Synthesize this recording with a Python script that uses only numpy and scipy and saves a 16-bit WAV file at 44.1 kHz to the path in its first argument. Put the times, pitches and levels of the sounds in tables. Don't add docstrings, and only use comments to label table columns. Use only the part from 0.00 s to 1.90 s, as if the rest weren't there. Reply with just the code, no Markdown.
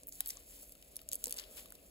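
import sys
import numpy as np
from scipy import signal
from scipy.fft import rfft, irfft
from scipy.io import wavfile

SR = 44100
rng = np.random.default_rng(int(sys.argv[2]) if len(sys.argv) > 2 else 0)


def to_wav(sig):
    pcm = np.clip(np.atleast_2d(sig), -1, 1) * 32767
    pcm = np.round(pcm).astype(np.int16)
    wavfile.write(sys.argv[1], SR, pcm.T)


N = 83790

# (frequency [Hz], relative level [dB])
ROOM_SPECTRUM = [(20, -66), (29, -7), (38, 6), (62, 2.5), (95, -9.5), (200, -8), (340, -11.5), (500, -11),
                 (660, -9), (820, -26.5), (1100, -58.5), (2500, -19.5), (8000, -75), (17000, -63)]
# (frequency [Hz], gain [dB])
ROOM_SIDE_GAIN = [(40, -6.5), (150, -5), (600, 2.5), (1500, -8)]
# (frequency [Hz], level [dB])
HUM_LINES = [(39.5, -69), (60, -76), (282, -76.5)]
# (time [s], level [dB])
HISS_LEVEL = [(0, -62.5), (.05, -69), (.115, -60.5), (.13, -50), (.24, -58.5), (.31, -49), (.38, -59.5),
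              (.45, -61.5), (.49, -53), (.56, -54), (.63, -53.5), (.67, -58), (.72, -62), (.78, -64),
              (.94, -62), (1.02, -61.5), (1.06, -69), (1.11, -63.5), (1.14, -41), (1.17, -60), (1.21, -55),
              (1.33, -56.5), (1.39, -53), (1.46, -60.5), (1.54, -54.5), (1.585, -45.5), (1.63, -57.5),
              (1.72, -63), (1.78, -65), (1.9, -63)]
# (frequency [Hz], relative level [dB])
HISS_SPECTRUM = [(2500, -49), (4500, -6.5), (6200, -3.5), (7300, 4.5), (9000, 2), (11000, 7), (13000, 2.5),
                 (15500, 3.5), (17000, -48)]
# (time [s], level [dB])
RUB_LEVEL = [(0, -69), (.1, -81.5), (.14, -69), (.24, -60.5), (.31, -60), (.36, -62.5), (.45, -70.5),
             (.55, -62.5), (.7, -72.5), (.9, -69), (1., -68), (1.06, -73), (1.13, -65.5), (1.18, -70),
             (1.28, -62), (1.36, -60), (1.39, -51.5), (1.42, -55), (1.5, -66.5), (1.55, -64), (1.585, -51),
             (1.63, -64.5), (1.72, -70), (1.9, -73)]
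# (frequency [Hz], relative level [dB])
RUB_SPECTRUM = [(300, -6.5), (800, 0), (1300, -4), (2000, 1), (3000, 2.5), (4200, 3), (5500, 1.5),
                (8000, -41)]
# (time [s], level [dB])
SLEEVE_LEVEL = [(0, -83), (.25, -112), (.35, -70), (.45, -72), (.85, -78.5), (.93, -67.5), (1.03, -77.5),
                (1.13, -64.5), (1.22, -68), (1.29, -65.5), (1.42, -64), (1.58, -65), (1.7, -66), (1.9, -69)]
# (frequency [Hz], relative level [dB])
SLEEVE_SPECTRUM = [(100, -23.5), (190, -1), (330, -4), (480, 3), (620, 3), (850, -17), (1300, -15),
                   (2500, -45)]
# (time [s], pitch [Hz], relative level [dB], t60 [s])
WATCH_KNOCKS = [(0.03, 570, -53.5, 0.049), (0.081, 593, -56.5, 0.05), (.206, 764, -51.5, 0.032),
                (0.2059, 1690, -35, 0.0079), (.304, 2040, -44, 0.023), (0.37, 1154, -56.5, 0.041),
                (.629, 603, -49.5, 0.046), (.68, 550, -52.5, 0.029), (0.755, 1340, -58, 0.017),
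                (1.015, 1250, -57, 0.023), (1.223, 1480, -60, 0.02), (1.269, 492.5, -42, 0.068),
                (1.269, 251, -53, 0.11), (1.268, 890, -49, 0.023), (1.352, 593, -49, 0.04),
                (1.386, 880, -53, 0.0037), (1.657, 1120, -47.5, 0.011), (1.721, 1020, -47, 0.006),
                (1.788, 2720, -47, 0.0079)]
# (time [s], relative ring level [dB], ring centre [Hz], nominal ring width [Hz],
# relative body level [dB], body centre [Hz], nominal contact length [ms])
LINK_CLICKS = [(0.0339, -45.5, 9100, 3500, -56, 6160, 1.8),
               (0.071, -37, 12800, 6200.0, -70.0, 7500.0, 0.67),
               (0.0811, -38.5, 14100, 6200.0, -61.5, 2360, 0.55),
               (0.0866, -35, 14500.0, 8040, -70.0, 7500.0, 0.42),
               (0.092, -39, 15100, 3500.0, -52, 7360, 0.42), (0.1238, -61, 11700, 3300, -43, 6930, 0.73),
               (0.2063, -21.5, 11060, 6040, -37.5, 3960, 0.61),
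               (0.2604, -32.5, 11200, 7200.0, -48, 4350, 0.79),
               (0.274, -30, 12300.0, 5300.0, -57, 5830, 0.38),
               (0.2835, -31.5, 12900, 3400.0, -70.0, 7500.0, 0.42),
               (0.2906, -31.5, 10600, 7900.0, -62, 3360, 1.32),
               (0.2984, -40, 8800.0, 3700.0, -55, 4330, 1.4),
               (0.3022, -37.0, 10500.0, 7000.0, -49.5, 3000.0, 1.0),
               (0.305, -31.5, 9300, 7100, -36, 5700, 1.3), (0.3705, -41, 6700, 2000, -67, 5200, 0.54),
               (0.6947, -45.5, 11000, 3400.0, -66, 3450.0, 0.34), (0.722, -42, 11100, 5700, -59, 4850, 2.5),
               (0.7527, -51, 9700, 8000, -62, 3360, 0.6), (0.8257, -48.5, 9200, 8000.0, -59, 2960, 1.8),
               (0.958, -40.5, 10100, 3600.0, -51.5, 5400, 0.51),
               (0.9666, -30, 9800.0, 2570, -42.5, 5680, 0.47), (0.992, -57, 7750, 8000.0, -53, 3000, 0.38),
               (1.0166, -44.5, 12500, 8000.0, -60.0, 4450, 1.2),
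               (1.0893, -34.5, 10700.0, 3700.0, -39.5, 7000, 0.41),
               (1.1169, -34, 8950, 7400.0, -49.5, 4070, 0.53), (1.1257, -35.5, 7400, 7100, -56, 2690, 1.2),
               (1.132, -25, 10100, 6370, -46.5, 3260, 0.79),
               (1.1453, -35.0, 9600, 4900.0, -54.5, 3380, 0.48),
               (1.155, -27.5, 10700, 3520, -52, 5540, 0.39), (1.2412, -23.5, 9560, 7400, -40.5, 4150, 0.38),
               (1.2574, -41.5, 12400, 1600.0, -32, 7450, 0.6),
               (1.2698, -33.0, 9500, 8000.0, -59, 2200.0, 0.59),
               (1.2815, -37, 11100.0, 5500.0, -49.5, 4100, 0.59),
               (1.2955, -37.5, 10100, 3600.0, -52, 5070, 0.64),
               (1.3088, -31.5, 11500, 7950, -49, 3480, 0.42),
               (1.3138, -38.0, 9400.0, 5900.0, -58, 2530, 1.2),
               (1.3252, -27.5, 9630, 4300.0, -41.5, 4460, 0.42),
               (1.342, -38, 9200, 5500.0, -66, 3280, 0.64), (1.366, -41, 8500.0, 8000.0, -65, 2870, 1.2),
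               (1.3716, -37, 8260, 1600.0, -52, 3600, 0.57), (1.3829, -35.5, 7900, 7900, -57, 1950, 1.4),
               (1.3875, -40, 12800, 3600.0, -35, 4370, 1), (1.3971, -34.5, 6600, 7900, -65, 2190, 2.7),
               (1.419, -52.0, 7000.0, 5000.0, -58, 4260, 0.86), (1.4388, -58, 7000, 4000, -49, 3580, 1.2),
               (1.659, -47, 11000, 5000, -53, 3580, 1.3),
               (1.705, -44.5, 12100.0, 5000.0, -59.5, 4500.0, 0.43),
               (1.7228, -41.5, 10000, 5450, -57, 1450, 0.61),
               (1.7531, -45.5, 10000, 8000.0, -57, 3580, 2.9)]
# (frequency [multiple of body centre], relative level [dB], t60 [s])
STEEL_MODES = [(.56, -11, 0.0092), (0.999, 3, 0.026), (1.32, -0.5, 0.027)]
# (frequency [Hz], lead of left over right [rad])
PORT_LEAD = [(0, 0), (700, -.8), (1100, .4), (2200, 2.8), (3000, 3.6), (4000, 6.1), (5400, 8.8),
             (6800, 6.3), (9100, 3.15), (13550, -3.15), (15700, -6.2), (17000, -7)]
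# (frequency [Hz], left minus right [dB])
PORT_TILT = [(100, -3.5), (500, 3.5), (900, 0), (1400, 6.5), (2200, 7.5), (3300, 11), (4500, 3), (6000, .5),
             (16000, 0.3)]


def undb(db):
    return 10 ** (np.asarray(db) / 20)


def unit(x):
    return x / np.sqrt(np.mean(x ** 2))


def decay(t, t60):
    return np.exp(-np.log(1000) * t / t60)


def curve(points):
    return undb(np.interp(np.arange(N) / SR, *np.array(points).T))


def freqs(x):
    return np.maximum(np.fft.rfftfreq(x.shape[-1], 1 / SR), 1)


def along(hz, points):
    point_hz, db = np.array(points).T
    return np.interp(np.log(hz), np.log(point_hz), db)


def shape(x, points):
    return irfft(rfft(x) * undb(along(freqs(x), points)), x.shape[-1])


def noise(spectrum, size=N):
    return unit(shape(rng.standard_normal(size), spectrum))


def wander(hz):
    return noise([(hz, 0), (hz * 10, -60), (hz * 100, -140)])


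def resonance(hz, centre, width):
    return 1 / (1 + 1j * (hz / centre - centre / hz) * centre / (2 * width))


def add(out, start_s, x):
    i = max(int(start_s * SR), 0)
    out[..., i:i + x.shape[-1]] += x[..., :N - i]


def spread(mid, side, side_share):
    return (mid + side_share * side * np.array([[1], [-1]])) / np.hypot(1, side_share)


def room_tone(air_db=-66, waver_depth=0.55, waver_hz=7):
    t = np.arange(N) / SR
    mid = noise(ROOM_SPECTRUM)
    side = shape(noise(ROOM_SPECTRUM), ROOM_SIDE_GAIN)
    out = undb(air_db) * spread(mid, side, side_share=0.51)
    for hz, db in HUM_LINES:
        waver = 1 + waver_depth * wander(waver_hz)
        out += undb(db) * waver * np.sin(2 * np.pi * (hz * t + rng.random()))
    return out


def thread_slips(spectrum, per_s, scatter_db, side_share):
    mid_side = []
    for _ in range(2):
        slips = (rng.random(N) < per_s / SR) * rng.choice([-1, 1], N)
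        sizes = undb(scatter_db * np.minimum(rng.exponential(size=N), 5))
        mid_side.append(unit(shape(slips * sizes, spectrum)))
    return spread(*mid_side, side_share)


def gloves(hiss_trim_db=-1.5, flutter_db=1.5, rub_trim_db=-3):
    hiss = thread_slips(HISS_SPECTRUM, per_s=10000, scatter_db=3.5, side_share=0.033)
    rub = thread_slips(RUB_SPECTRUM, per_s=6000, scatter_db=3.8, side_share=0.51)
    hiss_gain = undb(hiss_trim_db + flutter_db * wander(hz=30)) * curve(HISS_LEVEL)
    return hiss_gain * hiss + undb(rub_trim_db) * curve(RUB_LEVEL) * rub


def sleeve():
    rustle = spread(noise(SLEEVE_SPECTRUM), noise(SLEEVE_SPECTRUM), side_share=0.45)
    return curve(SLEEVE_LEVEL) * rustle


def watch_knocks(rise_s=0.0017, thud_db=-12):
    out, t = np.zeros(N), np.arange(SR // 5) / SR
    for start_s, hz, db, t60 in WATCH_KNOCKS:
        mode = np.sin(2 * np.pi * hz * t)
        thud = noise([(hz / 4, -30), (hz, 0), (hz * 2, -14), (hz * 8, -50)], len(t))
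        envelope = decay(t, t60) * (1 - np.exp(-t / rise_s))
        add(out, start_s, undb(db) * envelope * (mode + undb(thud_db) * thud))
    return out


def link_clicks(rise_share=0.28, fall_share=0.91, evenness=0.75, steel_db=-4, trim_db=0.5):
    out, size = np.zeros((2, N)), 1024
    t = (np.arange(size) - size // 4) / SR
    hz = freqs(t)
    gain = undb(trim_db) * np.sqrt(SR / 1000 / size)
    for contact_s, ring_db, ring_hz, width_hz, body_db, body_hz, contact_ms in LINK_CLICKS:
        slope_s = np.maximum(contact_ms * np.where(t < 0, rise_share, fall_share), 0.02) / 1000
        bursts = rfft(rng.standard_normal((3, size)) * np.exp(-abs(t) / slope_s))
        bright, mid, side = bursts / abs(bursts) ** evenness
        ring = unit(irfft(bright * resonance(hz, ring_hz, width_hz) ** 4))
        dull = resonance(hz, body_hz, width=0.35 * body_hz) ** 2
        body = unit(spread(irfft(mid * dull), irfft(side * dull), side_share=0.4))
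        body += undb(steel_db) * steel_modes(t, body_hz)
        add(out, contact_s + t[0], gain * (undb(ring_db) * ring + undb(body_db) * body))
    return out


def steel_modes(t, body_hz, pitch_scatter=0.025, strike_scatter_db=2.5):
    out = np.zeros(len(t))
    for ratio, db, t60 in STEEL_MODES:
        detune, phase, strike = rng.standard_normal(3)
        hz = body_hz * ratio * (1 + pitch_scatter * detune)
        envelope = undb(db + strike_scatter_db * strike) * decay(abs(t), t60)
        out += envelope * np.sin(2 * np.pi * (hz * t + phase))
    return unit(out * (t >= 0))


def reflections(x, db, t60):
    t = np.arange(SR // 3) / SR
    response = unit(rng.standard_normal((2, len(t))) * decay(t, t60)) / np.sqrt(len(t))
    return undb(db) * signal.fftconvolve(x, response, axes=1)[:, :N]


def microphone_ports(x):
    hz, sides = freqs(x), np.array([[0.5], [-0.5]])
    balance = undb(sides * along(hz, PORT_TILT))
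    phase = sides * np.interp(hz, *np.array(PORT_LEAD).T)
    return irfft(rfft(x) * balance * np.exp(1j * phase), N)


def scene():
    hits = link_clicks() + watch_knocks()
    cloth = gloves() + sleeve()
    off_hands_and_table = reflections(hits, db=-10.5, t60=0.012)
    off_room = reflections(hits, db=-18, t60=0.045)
    return microphone_ports(hits + cloth + off_hands_and_table + off_room) + room_tone()


def record(dry):
    low_pass = signal.firwin(101, cutoff=16200, fs=SR, window="blackman")
    return signal.fftconvolve(dry, low_pass[None], "same", axes=1)


dry = scene()
out = record(dry)
to_wav(out)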